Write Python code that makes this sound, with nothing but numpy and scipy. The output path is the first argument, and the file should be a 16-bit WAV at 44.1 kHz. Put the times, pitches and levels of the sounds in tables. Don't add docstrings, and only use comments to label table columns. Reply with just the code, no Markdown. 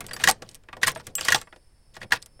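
import sys
import numpy as np
from scipy import signal
from scipy.fft import rfft, irfft
from scipy.io import wavfile

SR = 44100
rng = np.random.default_rng(int(sys.argv[2]) if len(sys.argv) > 2 else 0)


def to_wav(sig):
    pcm = np.clip(np.atleast_2d(sig), -1, 1) * 32767
    pcm = np.round(pcm).astype(np.int16)
    wavfile.write(sys.argv[1], SR, pcm.T)


N = 105840
TIME = np.arange(N) / SR
AGE = np.arange(int(0.45 * SR)) / SR
TOP_HZ = 16000


def undb(db):
    return 10 ** (np.asarray(db) / 20)


def unit(x):
    return x / np.sqrt(np.mean(x ** 2) + 1e-20)


def strike(x, db):
    return x * undb(db) / np.sqrt(np.mean(x[AGE < 0.006] ** 2))


def band(x, lo_hz, hi_hz, order=2):
    hi_hz = min(hi_hz, 0.47 * SR)
    lo_hz = min(lo_hz, (lo_hz + hi_hz) / 2, hi_hz - 1)
    return signal.sosfilt(signal.butter(order, [lo_hz, hi_hz], "band", fs=SR, output="sos"), x)


def coloured(spectrum):
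    hz, db = np.array(spectrum).T
    bins_hz = np.arange(N // 2 + 1) * SR / N
    gain = undb(np.interp(np.log(bins_hz + 1), np.log(hz), db))
    return unit(irfft(rfft(rng.standard_normal(N)) * gain, N))


def gain_curve(points):
    return undb(np.interp(TIME, *np.array(points).T))


def decay(age_s, t60_s):
    return np.exp(-np.log(1000) * age_s / t60_s)


def fade(rise_s, t60_s, hold_s=0):
    return (1 - np.exp(-AGE / rise_s)) * decay(np.maximum(AGE - hold_s, 0), t60_s)


def ring(modes, rise_s, hold_s=0):
    return sum(undb(db) * np.sin(2 * np.pi * hz * AGE) * fade(rise_s, t60_s, hold_s)
               for hz, db, t60_s in modes)


def add(out, start_s, x):
    i = max(int(start_s * SR), 0)
    out[i:i + len(x)] += x[:max(N - i, 0)]


# f/Hz, rel. level/dB
HUSH_SPECTRUM = [(20, 8), (100, -4.5), (300, -19.5), (900, -23.5), (1400, -30.5), (1700, -26.5),
                 (3500, -34.5), (7000, -39), (16000, -43.5)]
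# f/Hz, width/Hz, base level/dB
INSECT_BANDS = [(4570, 40, -83), (5100, 700, -79.5), (5230, 79, -80), (8800, 1100, -77),
                (10050, 560, -80.5)]
# t/s, gain/dB
INSECT_SWELL = [(0, -12), (0.9, -6.5), (1.5, 4), (1.72, 0), (1.95, 1), (2.4, -0.5)]
# f/Hz, base level/dB
WHINE_TONES = [(5305, -72), (9980, -75.5)]
# t/s, gain/dB
WHINE_SWELL = [(0, -22.5), (1.5, -8), (2.2, 2), (2.3, -2.5), (2.4, 8.5)]

def outdoors():
    insects = sum(undb(db) * unit(band(rng.standard_normal(N), hz - width_hz / 2, hz + width_hz / 2))
                  for hz, width_hz, db in INSECT_BANDS)
    waver_hz = 25 * unit(band(rng.standard_normal(N), lo_hz=3, hi_hz=59.4))
    whine = sum(undb(db) * np.sin(2 * np.pi * np.cumsum(hz + waver_hz) / SR) for hz, db in WHINE_TONES)
    hush = undb(-56.5) * coloured(HUSH_SPECTRUM)
    return hush + insects * gain_curve(INSECT_SWELL) + whine * gain_curve(WHINE_SWELL)


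# f/Hz, rel. level/dB
RUMBLE_SPECTRUM = [(20, -1), (50, -7), (100, 3.5), (170, -2.5), (300, -9), (520, -6.5), (1100, -23),
                   (2500, -35), (8000, -60.5)]
# t/s, rel. level/dB
RUMBLE_SWELL = [(0.0, -41.5), (0.19, -46.5), (0.29, -31.5), (0.39, -53.5), (0.42, -45), (0.63, -66),
                (0.89, -37.5), (1.06, -54), (1.08, -39), (1.14, -54), (1.34, -35.5), (1.46, -61.5),
                (1.81, -88), (2.05, -41.5), (2.09, -61), (2.13, -38.5), (2.23, -61), (2.4, -65)]

def handling():
    return undb(-3) * coloured(RUMBLE_SPECTRUM) * gain_curve(RUMBLE_SWELL)


def cabin(x):
    def reflections(lo_hz, hi_hz, t60_s, db):
        echoes = rng.standard_normal(len(AGE)) * fade(rise_s=0.0011, t60_s=t60_s)
        return undb(db) * band(echoes / np.linalg.norm(echoes), lo_hz, hi_hz)

    body = reflections(lo_hz=80, hi_hz=1900, t60_s=0.077, db=-7.5)
    treble = reflections(lo_hz=3000, hi_hz=TOP_HZ, t60_s=0.041, db=-27.5)
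    late = reflections(lo_hz=302, hi_hz=6200, t60_s=0.16, db=-22)
    return x + signal.fftconvolve(x, body + treble + late)[:N]


def pressure(age_s, length_s):
    return np.sqrt(np.sin(np.pi * np.clip(age_s / length_s, 0, 1)))


# start/s, end/s, level/dB, centre f/Hz
KEY_SLIDES = [(.01, 0.177, -63.5, 6150), (0.154, 0.196, -56.5, 5100), (0.191, 0.239, -40, 2724),
              (0.237, 0.329, -37, 4460), (0.418, 0.58, -64.5, 3910), (0.823, 0.858, -34.5, 4400),
              (0.862, 0.899, -28, 4270), (0.887, 0.914, -37.5, 3000), (0.99, 1.018, -51, 3000),
              (1.028, 1.118, -62, 5500), (1.175, 1.278, -42.5, 4540), (1.253, 1.347, -34.5, 3900),
              (1.351, 1.397, -43.5, 3560), (1.38, 1.437, -54.5, 4800), (1.937, 1.978, -53, 3350),
              (2.002, 2.051, -53.5, 3000), (2.129, 2.177, -39, 3000)]

def key_slides(pings_per_s=2400, max_pings=700, t60_s=0.0078, spread_oct=0.85, rolloff_hz=10500):
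    out = np.zeros(N)
    age_s = AGE[AGE < 2 * t60_s]
    scrape = undb(-8) * unit(band(rng.standard_normal(N), lo_hz=1500, hi_hz=9000, order=1))
    for start_s, end_s, db, centre_hz in KEY_SLIDES:
        length_s = end_s - start_s
        onsets_s = np.cumsum(rng.exponential(size=max_pings)) / pings_per_s
        sizes_db = 2.3 * np.minimum(rng.exponential(size=max_pings), 4)
        pitches_hz = centre_hz * 2 ** (spread_oct * rng.standard_normal(max_pings))
        grit = np.zeros(N)
        for t, size_db, hz in zip(onsets_s[onsets_s < length_s], sizes_db, pitches_hz):
            rolloff = (hz < TOP_HZ) / np.sqrt(1 + (hz / rolloff_hz) ** 6)
            ping = np.sin(2 * np.pi * hz * age_s) * decay(age_s, t60_s)
            add(grit, start_s + t, pressure(t, length_s) * rolloff * undb(size_db) * ping)
        grit = unit(grit) * np.sqrt(length_s * SR / N)
        out += undb(db) * (grit + scrape * pressure(TIME - start_s, length_s))
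    return out


# key index, f/Hz, rel. level/dB, t60/s
FREE_KEY_MODES = [(0, 7430, -8.5, 0.2), (0, 8055, -3, 0.11), (0, 11500, -24.5, 0.1), (0, 13840, -8.5, 0.08),
                  (0, 2910, -17.5, .05), (1, 4680, 1, 0.054), (1, 7850, -11.5, 0.092),
                  (1, 9840, -20, 0.049), (1, 10980, -7.5, 0.085), (1, 13640, -15, 0.13), (2, 8500, 7, 0.09),
                  (2, 12580, -12.5, 0.069), (2, 3796, -11, .15), (2, 5430, -9, 0.14)]
# t/s, key index, gain/dB
KEY_CHIMES = [(0.0662, 0, -46.5), (.134, 1, -28.5), (0.206, 2, -47.5), (0.8698, 2, -36), (0.972, 2, -50),
              (1.1526, 0, -18), (1.3492, 0, -29.5)]

def key_chimes():
    out = np.zeros(N)
    for t, key, db in KEY_CHIMES:
        modes = [mode for owner, *mode in FREE_KEY_MODES if owner == key]
        add(out, t, undb(db) * ring(modes, rise_s=0.00022))
    return out


# ratio to pitch, rel. level/dB, t60/s
EDGE_MODES = [(1, -1.5, 0.023), (1.045, -5, .025), (1.72, -10, 0.023)]
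# t/s, f/Hz, level/dB
KEY_CLINKS = [(.093, 4750, -45.5), (0.871, 8500, -22.5), (.915, 3640, -54), (.9225, 5500, -49),
              (1.211, 4750, -34), (1.211, 2820, -31), (1.245, 4400, -36), (1.2488, 4750, -33),
              (1.302, 3700, -33.5), (1.3535, 14200, -38), (1.3578, 5600, -33), (2.2265, 4830, -49)]

def key_clinks():
    out = np.zeros(N)
    for t, hz, db in KEY_CLINKS:
        modes = [(hz * ratio, mode_db, t60_s) for ratio, mode_db, t60_s in EDGE_MODES
                 if hz * ratio < TOP_HZ]
        add(out, t, strike(ring(modes, rise_s=0.00063), db))
    return out


# f/Hz, rel. level/dB, t60/s before hand damping
BUNCH_MODES = [(3045, 18, 0.02), (3280, 8.5, 0.056), (4680, 1.5, 0.016), (5266, 0, 0.028),
               (6004, -11, 0.047), (6250, -15, 0.043), (8100, 0, 0.24), (8480, 9.5, 0.092),
               (9740, 10, 0.065), (12580, -6, .08), (14200, -0.5, .07), (14650, -13.5, .07)]

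def bunch(noise, centre_hz, scatter_db=11, falloff_db_per_oct=8, hand_t60_s=0.12):
    offsets_db = scatter_db * np.clip(noise, -1, 1)
    modes = [(hz, db + offset_db - falloff_db_per_oct * abs(np.log2(hz / centre_hz)), t60_s)
             for (hz, db, t60_s), offset_db in zip(BUNCH_MODES, offsets_db)]
    return ring(modes, rise_s=0.00025) * decay(AGE, hand_t60_s)


# t/s, tick level/dB, centre f/Hz, t60/s, knock level/dB
KEY_TICKS = [(.006, -35, 7800, 0.026, -37), (0.0415, -57, 7500, 0.014, -47),
             (0.0653, -39, 7200, 0.011, -59), (.084, -53, 4600, 0.018, -46),
             (0.133, -36.5, 6500, 0.042, -40), (0.3117, -22, 6940, 0.0078, -44.5),
             (.49, -42.5, 4850, 0.018, -64), (0.513, -52, 5270, 0.018, -75),
             (0.5456, -45, 6820, 0.0078, -60), (0.5514, -44, 6520, 0.031, -58.5),
             (0.636, -64.5, 4800, 0.015, -62.5), (0.815, -46.5, 5100, 0.11, -43),
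             (0.917, -40.5, 7800, 0.012, -48), (0.95, -44, 6200, 0.036, -79.5),
             (0.9724, -52.5, 8500, .015, -46.5), (1.068, -36.5, 6570, 0.026, -42.5),
             (1.1528, -27.5, 8800, 0.011, -50), (1.2097, -29, 5540, 0.016, -33.5),
             (1.2493, -30.5, 6170, 0.044, -36), (1.304, -30.5, 5230, 0.0099, -30.5),
             (1.4142, -39.5, 6200, 0.013, -42), (2.107, -50.5, 4830, 0.095, -42),
             (2.2196, -51, 4860, 0.025, -65.5), (2.2252, -41, 5240, 0.011, -58.5),
             (2.26, -45.5, 6760, 0.023, -58.5)]

def key_ticks(edge_ratio=1.704):
    out = np.zeros(N)
    for t, db, hz, t60_s, knock_db in KEY_TICKS:
        tick_noise, knock_noise, ping_noise = rng.standard_normal((3, len(AGE)))
        tick = band(tick_noise * fade(rise_s=0.00015, t60_s=t60_s), hz / edge_ratio, hz * edge_ratio)
        knock = band(knock_noise * fade(rise_s=0.0018, t60_s=0.059), lo_hz=405, hi_hz=2420)
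        ping = bunch(ping_noise, hz)
        add(out, t, strike(tick, db) + strike(ping, db - 9.5) + strike(knock, knock_db))
    return out


# ratio to pitch, rel. level/dB, t60/s
HOUSING_MODES = [(0.521, -19.5, 0.073), (.64, -18.5, 0.039), (.86, -10, 0.045), (1, 4.5, .042),
                 (1.32, -4.5, 0.034)]

def housing(hz, db, rise_s=0.00071, hard_blow_db=-18.5, edge_ratio=1.83):
    detunes = 1 + 0.026 * rng.standard_normal(len(HOUSING_MODES))
    modes = [(hz * ratio * detune, mode_db, t60_s)
             for (ratio, mode_db, t60_s), detune in zip(HOUSING_MODES, detunes)]
    knock_db = 0.55 * min(db - hard_blow_db, 0)
    knock = strike(ring(modes, rise_s), knock_db)
    buzz_noise, dash_noise = rng.standard_normal((2, len(AGE)))
    buzz = band(buzz_noise * fade(rise_s, t60_s=0.05), hz / edge_ratio, hz * edge_ratio)
    dash = unit(band(dash_noise, lo_hz=540, hi_hz=594, order=3)) * fade(rise_s, t60_s=0.08)
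    return strike(knock + strike(buzz, db=-9.5), db) + dash * undb(0.4 * db - 25)


# f/Hz, rel. level/dB, t60/s
BARREL_MODES = [(1460, -16.5, .065), (1709.5, -3, 0.006), (1811, 1.5, 0.0031), (2045, -16.5, 0.014),
                (2804, -17.5, 0.031), (3326, -21, .07), (3780, -36, 0.034), (4350, -27, .05)]

def barrel(db):
    detunes = 1 + 0.011 * rng.standard_normal(len(BARREL_MODES))
    modes = [(hz * detune, mode_db, t60_s)
             for (hz, mode_db, t60_s), detune in zip(BARREL_MODES, detunes)]
    return strike(ring(modes, rise_s=0.0011, hold_s=0.004), db)


# t/s, barrel level/dB, housing level/dB, housing f/Hz, crack level/dB, crack top f/Hz
DETENTS = [(0.1108, -33, -42, 1050, -39, 4530), (0.1646, -36, -40, 954, -38, 6560),
           (0.1988, -44.5, -44.5, 970, -40.5, 4000), (0.2386, -14.5, -29, 984, -16.5, 7250),
           (0.2742, -10.5, -21, 1085, -17, 7250), (.286, -35.5, -19, 810, -14.5, 6750),
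           (0.2914, -57, -19.5, 831, -19, 9260), (0.2984, -50, -24.5, 880, -19.5, 10000),
           (.4215, -46, -40, 655, -40, 6600), (0.687, -47, -45.5, 1065, -49, 3000),
           (0.7294, -48.5, -38, 1133, -41.5, 3500), (.768, -49.5, -40.5, 560, -50, 6840),
           (0.8317, -13, -26.5, 1026, -19.5, 5800), (0.8708, -26, -29, 1176, -23, 8100),
           (0.8796, -23, -20, 1103, -22.5, 12200), (0.9599, -39, -34, 645, -40.5, 3980),
           (0.9986, -47, -45.5, 910, -55, 4050), (1.183, -38, -39, 1070, -31.5, 3100),
           (1.1903, -36, -45.5, 990, -42, 3180), (1.2842, -15, -23.5, 1075, -19, 6200),
           (1.3219, -11.5, -26.5, 1047, -17.5, 7500), (1.3458, -19.5, -21, 834, -16, 5100),
           (1.359, -51, -25.5, 890, -30, 7540), (1.472, -52.5, -51, 990, -59.5, 3000),
           (1.526, -47.5, -46, 1027, -52, 3000), (1.561, -58.5, -52.5, 526.6, -55.5, 6080),
           (1.9662, -42.5, -43.5, 678, -44, 5560), (2.0156, -34, -46.5, 980, -44, 4520),
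           (2.03, -43.5, -44, 670, -40, 3870), (2.1213, -11.5, -26.5, 999, -21, 6740),
           (2.133, -50, -27.5, 920, -27.5, 5580), (2.393, -63, -51.5, 946, -68, 4460)]

def lock(lead_s=0.0034, rise_s=0.00061):
    out = np.zeros(N)
    snap = fade(rise_s, t60_s=0.0046)
    chatter = undb(-8) * fade(rise_s, t60_s=0.039)
    scrape_swell = np.exp(-abs(AGE - lead_s) / 0.0013)
    for t, barrel_db, housing_db, housing_hz, crack_db, top_hz in DETENTS:
        crack_noise, thud_noise, scrape_noise, ping_noise = rng.standard_normal((4, len(AGE)))
        scrape = band(scrape_noise * scrape_swell, lo_hz=827, hi_hz=top_hz, order=1)
        add(out, t - lead_s, strike(scrape, crack_db - 11.5))
        crack = strike(band(crack_noise * (snap + chatter), lo_hz=1860, hi_hz=top_hz), crack_db)
        thud = unit(band(thud_noise, lo_hz=115, hi_hz=560)) * fade(rise_s=0.00071, t60_s=0.07)
        thud *= undb(0.65 * housing_db - 19.5)
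        ping = strike(bunch(ping_noise, centre_hz=1.8 * top_hz), crack_db - 14)
        add(out, t, barrel(barrel_db) + housing(housing_hz, housing_db) + crack + thud + ping)
    return out


def scene():
    lock_and_keys = lock() + key_ticks() + key_clinks() + key_chimes() + key_slides()
    return (cabin(lock_and_keys) + handling() + outdoors())[None]


def record(dry):
    ceiling = 0.85
    lowpass = signal.ellip(10, 0.2, 80, TOP_HZ, fs=SR, output="sos")
    return signal.sosfilt(lowpass, ceiling * np.tanh(dry / ceiling))


dry = scene()
out = record(dry)
to_wav(out)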